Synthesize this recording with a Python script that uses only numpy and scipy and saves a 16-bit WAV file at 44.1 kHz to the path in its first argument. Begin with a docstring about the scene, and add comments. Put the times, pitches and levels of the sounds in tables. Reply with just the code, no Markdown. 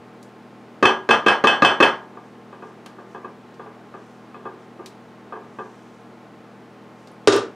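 """Six knocks, each a padded thud and then a bright metal clang, close by in a small kitchen:
a batter-laden spatula hits the rim of a steel mixing bowl, head first, then shaft.
It then bumps softly round the bowl, scraping batter into a dish with a faint hiss and wet snaps.
A hard clunk ends it. An appliance hums throughout; a limiter flattens the loud blows."""
import sys
import numpy as np
from scipy import signal
from scipy.fft import rfft, irfft
from scipy.io import wavfile
from scipy.ndimage import uniform_filter1d, minimum_filter1d

SR = 44100
rng = np.random.default_rng(int(sys.argv[2]) if len(sys.argv) > 2 else 0)


def unload_wav(signal):
    """Save mono or channel-first audio to the path in sys.argv[1] as 16-bit WAV at rate SR, clipped to [-1, 1]."""
    wavfile.write(
        sys.argv[1],
        SR,
        np.round(np.clip(np.atleast_2d(signal).T, -1, 1) * 32767).astype(np.int16),
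    )


N = 332955
HIT_SAMPLES = 2 ** 15
AGE_S = np.arange(HIT_SAMPLES) / SR
TIME_S = np.arange(N) / SR

# All levels are relative.
# room noise: freq_hz, density_db
AIR_SPECTRUM = [(15, -66), (25, -26), (87, -20.5), (107, -18.5), (241, -3.5), (325, -6.5), (425, -2),
                (461, -8), (655, -8), (857, -9), (930, -12.5), (1090, -13), (1220, -12), (7630, -39),
                (15800, -51)]
# appliance: pitch_hz, level_db
HUM_TONES = [(120, -54.5), (163, -57.5), (201, -51), (240, -50.5), (322, -54.5), (462, -55), (753, -60.5),
             (873, -59.5), (1063, -58)]
# reverberation: freq_hz, t60_s
KITCHEN_DECAY = [(100, 0.27), (400, 0.34), (1200, 0.33), (3000, 0.26), (6000, 0.24), (14000, 0.21)]
# left-right difference: freq_hz, gain_db
SIDE_SPECTRUM = [(40, -12), (150, -25.5), (400, -20.5), (1200, -17), (3000, -15), (6000, -11.5),
                 (14000, -28)]
# spatula along the wall: middle_s, length_s, level_db
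STROKES = [(2.268, .14, -72), (2.68, 0.2, -70), (3.13, 0.18, -69), (4.08, .55, -70), (4.63, 0.13, -71),
           (5.75, 1.0, -68.5), (7.03, .25, -69)]
# batter hiss: freq_hz, gain_db
SMEAR_SPECTRUM = [(1000, 0), (3500, -18), (5800, 9), (9000, -2), (14000, -32)]
# air pockets: start_s, level_db, centre_hz, width_octaves
SNAPS = [(0.228, -51.5, 7000, 1.1), (2.861, -43, 3000, 1.7), (3.542, -60, 4470, .8), (4.86, -40, 3950, 1.5),
         (7.073, -51.5, 4500, 1.0), (7.116, -64, 10000, .25)]
# spatula on the inside wall: start_s, level_db, treble_db
BUMPS = [(2.171, -29.5, -31), (2.527, -31, -15), (2.623, -27, -27), (2.859, -34.5, -21), (2.984, -31, -28),
         (3.147, -24.5, -24), (3.245, -23.5, -28), (3.595, -27, -25), (3.661, -30, -31), (3.94, -27.5, -28),
         (4.344, -29.5, -11), (4.454, -21, -29), (4.793, -27.5, -42), (5.323, -22, -28),
         (5.364, -27.5, -39), (5.587, -20, -29)]
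# wall response against the rim's: freq_hz, gain_db
WALL_SPECTRUM = [(200, -1), (500, 1.5), (900, 3.5), (1100, 1.5), (1210, 0), (1400, 4), (1700, .5),
                 (2600, -1), (3200, 3)]
# clunk, chatter and rebound: start_s, clatter_db, ring_db
CLUNK_HITS = [(7.274, 1, 0.5), (7.279, -4.5, -11.5), (7.323, -7.5, -19), (7.3642, -23, -16)]
# clunk's ring: pitch_hz, level_db, t60_s
CLUNK_MODES = [(112, -15, .3), (377, -1, .35), (400, -1, .36), (442, -4, .32), (1192, -6, .27),
               (1497, -11, .22), (1830, -18, .27), (2702, -17, .27), (3117, -20, .2), (3618, -20, .27),
               (3790, -15, .25), (4285, -23, .24), (6180, -27, .2)]
# clunk's clatter: freq_hz, density_db
CLUNK_SPECTRUM = [(40, -39), (120, -36), (250, 2.5), (420, 13), (700, -3.5), (1450, -1.5), (2200, -13),
                  (2800, -9.5), (3800, -8), (4600, -14), (5600, -12.5), (9000, -22.5), (11000, -41),
                  (15000, -57)]
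# steel bowl, undamped by hand or batter: pitch_hz, padded_db, bare_db, t60_s
BOWL_MODES = [(232.8, -4.5, -12, 0.33), (377.6, 3, -17, 0.49), (440, 3.5, -15.5, 0.33),
              (540.6, -2, -5, 0.27), (727, -3, -14, .3), (818, -3.5, -2.5, 0.31), (926, -5, -14, 0.51),
              (1004, -4, -18, 0.44), (1123.5, 5, -5, 0.17), (1210, 7, -3, .33), (1480, -9, -10, .27),
              (1587, -4, -3, .3), (1648, -3, -1, .37), (2591, 0, 7, .18), (3004, -18, -1.5, .28),
              (3159, -11, 2, .26), (3450, -11, -5, .27), (4350, -20, -17, .25), (4540, -20, -25, .2),
              (5045, -26, -15, .2), (5880, -30, -21, .25), (6066, -24.5, -21, 0.27),
              (6550, -23, -30.5, 0.13), (7105, -31, -27, 0.16), (7680, -31, -21.5, 0.14),
              (7770, -44, -27.5, 0.28), (8220, -44, -32, 0.19), (8765, -43, -35, .2),
              (9560, -38, -26, 0.11), (10200, -45.5, -33, 0.16)]
# clatter of a padded blow: freq_hz, density_db
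THUD_SPECTRUM = [(40, -51.5), (120, -10.5), (230, -3.5), (400, 3.5), (650, -8), (950, -11.5), (1180, 6.5),
                 (1380, -14.5), (1650, 1.5), (1950, -14), (3500, -22), (6000, -35.5), (9000, -47),
                 (15000, -58)]
# clatter of a bare blow: freq_hz, density_db
CLANG_SPECTRUM = [(40, -32), (120, -17.5), (230, -9.5), (450, -3), (1100, 0), (1750, -5.5), (2200, -11.5),
                  (2900, -11.5), (3800, -24), (5600, -26.5), (6600, -37), (9700, -41), (11500, -51),
                  (15000, -82)]
# spatula on the rim: head_s, head_db, head_hardness, shaft_s, shaft_ring_db
KNOCKS = [(.8261, -7, 0.13, .8527, 0.5), (1.0899, -11, 0.055, 1.107, -0.5), (1.2626, -8, 0.38, 1.282, -2.5),
          (1.4394, -8.5, 0.035, 1.4708, 4), (1.6211, -6, 0.083, 1.648, 3.5), (1.8022, -5, 0.19, 1.825, -1)]


def amp(db):
    return 10 ** (np.asarray(db) / 20)


def unit_rms(x):
    return x / np.sqrt(np.mean(x ** 2) + 1e-20)


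def unit_hit(x):
    """Scales a blow to the energy of 10 ms at rms 1."""
    return x / np.sqrt(np.sum(x ** 2) * 100 / SR + 1e-20)


def curve_at(points, hz):
    knots_hz, values = np.transpose(points)
    return np.interp(np.log(hz + 1), np.log(knots_hz), values)


def bins_hz(size=HIT_SAMPLES):
    return np.fft.rfftfreq(size, 1 / SR)


def add(mix, start_s, sound):
    part = mix[round(start_s * SR):][:len(sound)]
    part += sound[:len(part)]


def colour(x, gain_db):
    """Minimum-phase filter, one gain per bin."""
    cepstrum = irfft(np.log(amp(np.maximum(gain_db, -100))))
    cepstrum[1:HIT_SAMPLES // 2] *= 2
    cepstrum[HIT_SAMPLES // 2 + 1:] = 0
    return irfft(rfft(x) * np.exp(rfft(cepstrum)))


def room_noise():
    """Steady air noise and the slightly wavering hum of an appliance."""
    air = unit_rms(irfft(rfft(rng.standard_normal(N)) * amp(curve_at(AIR_SPECTRUM, bins_hz(N))), N))
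    knots_s = np.linspace(0, N / SR, num=40)
    hum = np.zeros(N)
    for pitch_hz, level_db in HUM_TONES:
        waver_rad = .11 * np.interp(TIME_S, knots_s, rng.standard_normal(len(knots_s)))
        hum += amp(level_db) * np.sin(2 * np.pi * pitch_hz * TIME_S + waver_rad)
    return amp(-47) * air + hum


def kitchen_tail():
    """Noise dying in each band at the room's rate."""
    hz, age_s, spectra = signal.stft(rng.standard_normal(HIT_SAMPLES), SR, nperseg=256)
    fade = np.exp(-np.log(1000) * age_s / curve_at(KITCHEN_DECAY, hz)[:, None])
    return signal.istft(spectra * fade, SR, nperseg=256)[1][:HIT_SAMPLES]


def clatter(shape_db, crack_s, tail_db):
    """A short crack of crowded modes, then its scatter off counter and walls."""
    crack = unit_hit(rng.standard_normal(HIT_SAMPLES) * np.exp(-AGE_S / crack_s))
    tail = unit_hit(kitchen_tail() * (1 - np.exp(-AGE_S / .0022)))
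    return unit_hit(colour(crack + amp(tail_db) * tail, shape_db))


def ring(modes, scatter_db):
    """Damped modes weighted by the strike point; an imperfect shape splits each into a beating pair."""
    hz, level_db, t60_s = np.transpose(modes)[:, :, None]
    weight, polarity, split, phase_cycles = rng.standard_normal((4, len(modes), 1))
    gains = amp(level_db + scatter_db * weight) * np.sign(polarity)
    twin_hz = hz + 14 * np.sign(split) + 5 * split
    twins = .25 * np.sin(2 * np.pi * (twin_hz * AGE_S + phase_cycles))
    waves = (np.sin(2 * np.pi * hz * AGE_S) + twins) * np.exp(-np.log(1000) * AGE_S / t60_s)
    contact = 1 + .7 * np.exp(-AGE_S / .0177)  # faster decay while the striker touches
    attack = 1 - np.exp(-AGE_S / .0018)
    return unit_hit((gains * waves).sum(0) * contact * attack)


def shell_ripple_db(depth_db):
    """Narrow peaks and dips from a shell's crowded high resonances."""
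    hz = bins_hz()
    ripple = uniform_filter1d(rng.standard_normal(len(hz)), size=48)
    ripple = unit_rms(uniform_filter1d(ripple, size=30))
    return depth_db * np.tanh(ripple) * np.clip(hz / 3000 - .5, 0, 1)


def bowl_modes(hardness, t60_scale, pitch_scale=1):
    """The bowl's modes for a contact of hardness 0 (padded) to 1 (bare metal)."""
    hz, padded_db, bare_db, t60_s = np.transpose(BOWL_MODES)
    level_db = padded_db + hardness * (bare_db - padded_db)
    return np.transpose([hz * pitch_scale, level_db, t60_s * t60_scale])


def batter_smear():
    """Tiny sticky grains hiss under the spatula; each stroke swells and fades."""
    grains = rng.standard_normal(N) * amp(2.4 * np.minimum(rng.exponential(1, N), 5))
    hiss = unit_rms(irfft(rfft(grains) * amp(curve_at(SMEAR_SPECTRUM, bins_hz(N))), N))
    pressure = sum(amp(level_db) * np.cos(np.pi * np.clip((TIME_S - middle_s) / length_s, -.5, .5)) ** 2
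                   for middle_s, length_s, level_db in STROKES)
    return hiss * pressure


def batter_snaps(pocket_db=4.5, pocket_width_hz=200):
    """Air pockets burst and resonate as the batter pulls away."""
    out, hz = np.zeros(N), bins_hz()
    for start_s, level_db, centre_hz, width_octaves in SNAPS:
        offset = np.log2((hz + 1) / centre_hz) / width_octaves
        band_db = -22 * np.log10(1 + offset ** 2) - 8 * (hz / 12000) ** 2
        resonance_db = pocket_db / (1 + ((hz - centre_hz) / pocket_width_hz) ** 2)
        add(out, start_s, amp(level_db) * clatter(band_db + resonance_db, crack_s=.0057, tail_db=-4))
    return out


def wall_bump(edge_hz):
    """Batter cushions the spatula, flattens the bowl's pitch and shortens its ring."""
    hz = bins_hz()
    cushion_db = -10 * np.log10(1 + (hz / edge_hz) ** 4)
    thud = clatter(curve_at(THUD_SPECTRUM, hz), crack_s=.0017, tail_db=2.5)
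    ringing = ring(bowl_modes(hardness=0, t60_scale=.8, pitch_scale=.988), scatter_db=1)
    return unit_hit(colour(thud + amp(5) * ringing, cushion_db + curve_at(WALL_SPECTRUM, hz)))


def wall_bumps(usual_edge_hz=1610, usual_treble_db=-27, db_per_octave=18):
    """The spatula meets the wall, brighter where batter is thin, then settles with a dull nudge."""
    out = np.zeros(N)
    for start_s, level_db, treble_db in BUMPS:
        edge_hz = usual_edge_hz * 2 ** ((treble_db - usual_treble_db) / db_per_octave)
        strength = amp(level_db - 4.5)
        add(out, start_s, strength * wall_bump(edge_hz))
        settle_s = start_s + rng.uniform(.04, .1)
        add(out, settle_s, strength * amp(-14.5) * wall_bump(edge_hz=890))
    return out


def clunk(bass_edge_hz=100, tick_hz=8000):
    """A hard, hollow blow that chatters, fills the room and grazes with a thin tick on the rebound."""
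    out, hz = np.zeros(N), bins_hz()
    shape_db = curve_at(CLUNK_SPECTRUM, hz) + shell_ripple_db(depth_db=3.5)
    radiation_db = -10 * np.log10(1 + (bass_edge_hz / (hz + 1)) ** 6)
    for start_s, clatter_db, ring_db in CLUNK_HITS:
        body = clatter(shape_db, crack_s=.0082, tail_db=0)
        ringing = colour(ring(CLUNK_MODES, scatter_db=0), radiation_db)
        add(out, start_s, amp(clatter_db) * body + amp(ring_db) * ringing)
    rebound_s = CLUNK_HITS[-1][0]
    tick_shape_db = -20 * np.log2((hz + 1) / tick_hz) ** 2
    add(out, rebound_s, amp(-38.5) * clatter(tick_shape_db, crack_s=.0011, tail_db=-19))
    return out


def rim_blow(hardness, ring_db, shell_db):
    """One rim contact: hardness turns thud into clang; the holding hand damps the ring slightly."""
    hz, hardness = bins_hz(), np.clip(hardness, 0, 1)
    thud = clatter(curve_at(THUD_SPECTRUM, hz) + shell_db, crack_s=.0086, tail_db=-1)
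    clang = clatter(curve_at(CLANG_SPECTRUM, hz) + shell_db, crack_s=.0058, tail_db=9)
    ringing = ring(bowl_modes(hardness, t60_scale=.97), scatter_db=1)
    return (1 - hardness) * thud + hardness * clang + amp(ring_db) * ringing


def rim_knocks(head_ring_db=-1.5, shaft_db=-5):
    """The padded head lands first, then the shaft strikes the rim, equally strongly each time."""
    out = np.zeros(N)
    shell_db = shell_ripple_db(depth_db=6)
    for k, (head_s, head_db, head_hardness, shaft_s, shaft_ring_db) in enumerate(KNOCKS):
        shaft_hardness = .71 + .09 * k  # knocks shake batter off the shaft
        add(out, head_s, amp(head_db) * rim_blow(head_hardness, head_ring_db, shell_db))
        add(out, shaft_s, amp(shaft_db) * rim_blow(shaft_hardness, shaft_ring_db, shell_db))
    return out


def scene():
    """Two close microphone ports differ in their reflections; the left is slightly louder."""
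    mid = rim_knocks() + wall_bumps() + batter_snaps() + clunk() + batter_smear() + room_noise()
    reflections = rng.standard_normal(HIT_SAMPLES) * np.exp(-AGE_S / .004) * (AGE_S > .001)
    reflections /= np.linalg.norm(reflections)
    side_response = colour(reflections, curve_at(SIDE_SPECTRUM, bins_hz()))
    side = signal.oaconvolve(mid, side_response)[:N]
    return np.array([mid + side, mid - side]) * amp(db=[[.2], [-.2]])


def limit(x, threshold_db, recovery_db_per_s):
    """Fast limiter: the gain drops just ahead of each peak, then recovers steadily."""
    peak_db = 20 * np.log10(abs(x).max(0) + 1e-9)
    ramp_db = TIME_S * recovery_db_per_s
    held_db = np.maximum.accumulate(peak_db + ramp_db) - ramp_db
    over_db = np.maximum(held_db - threshold_db, 0)
    return x * amp(uniform_filter1d(minimum_filter1d(-over_db, size=12), size=52))


def record(dry):
    """Limiter, soft overload on what slips past, rumble filter and band limit."""
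    limited = limit(dry, threshold_db=-.5, recovery_db_per_s=110)
    clipped = limited / (1 + limited ** 8) ** (1 / 8)
    highpass = signal.butter(2, 42, "highpass", fs=SR, output="sos")
    lowpass = signal.firwin(511, cutoff=15700, window=("kaiser", 9), fs=SR)
    return signal.oaconvolve(signal.sosfilt(highpass, clipped), lowpass[None], "same")


dry = scene()
out = record(dry)
unload_wav(out)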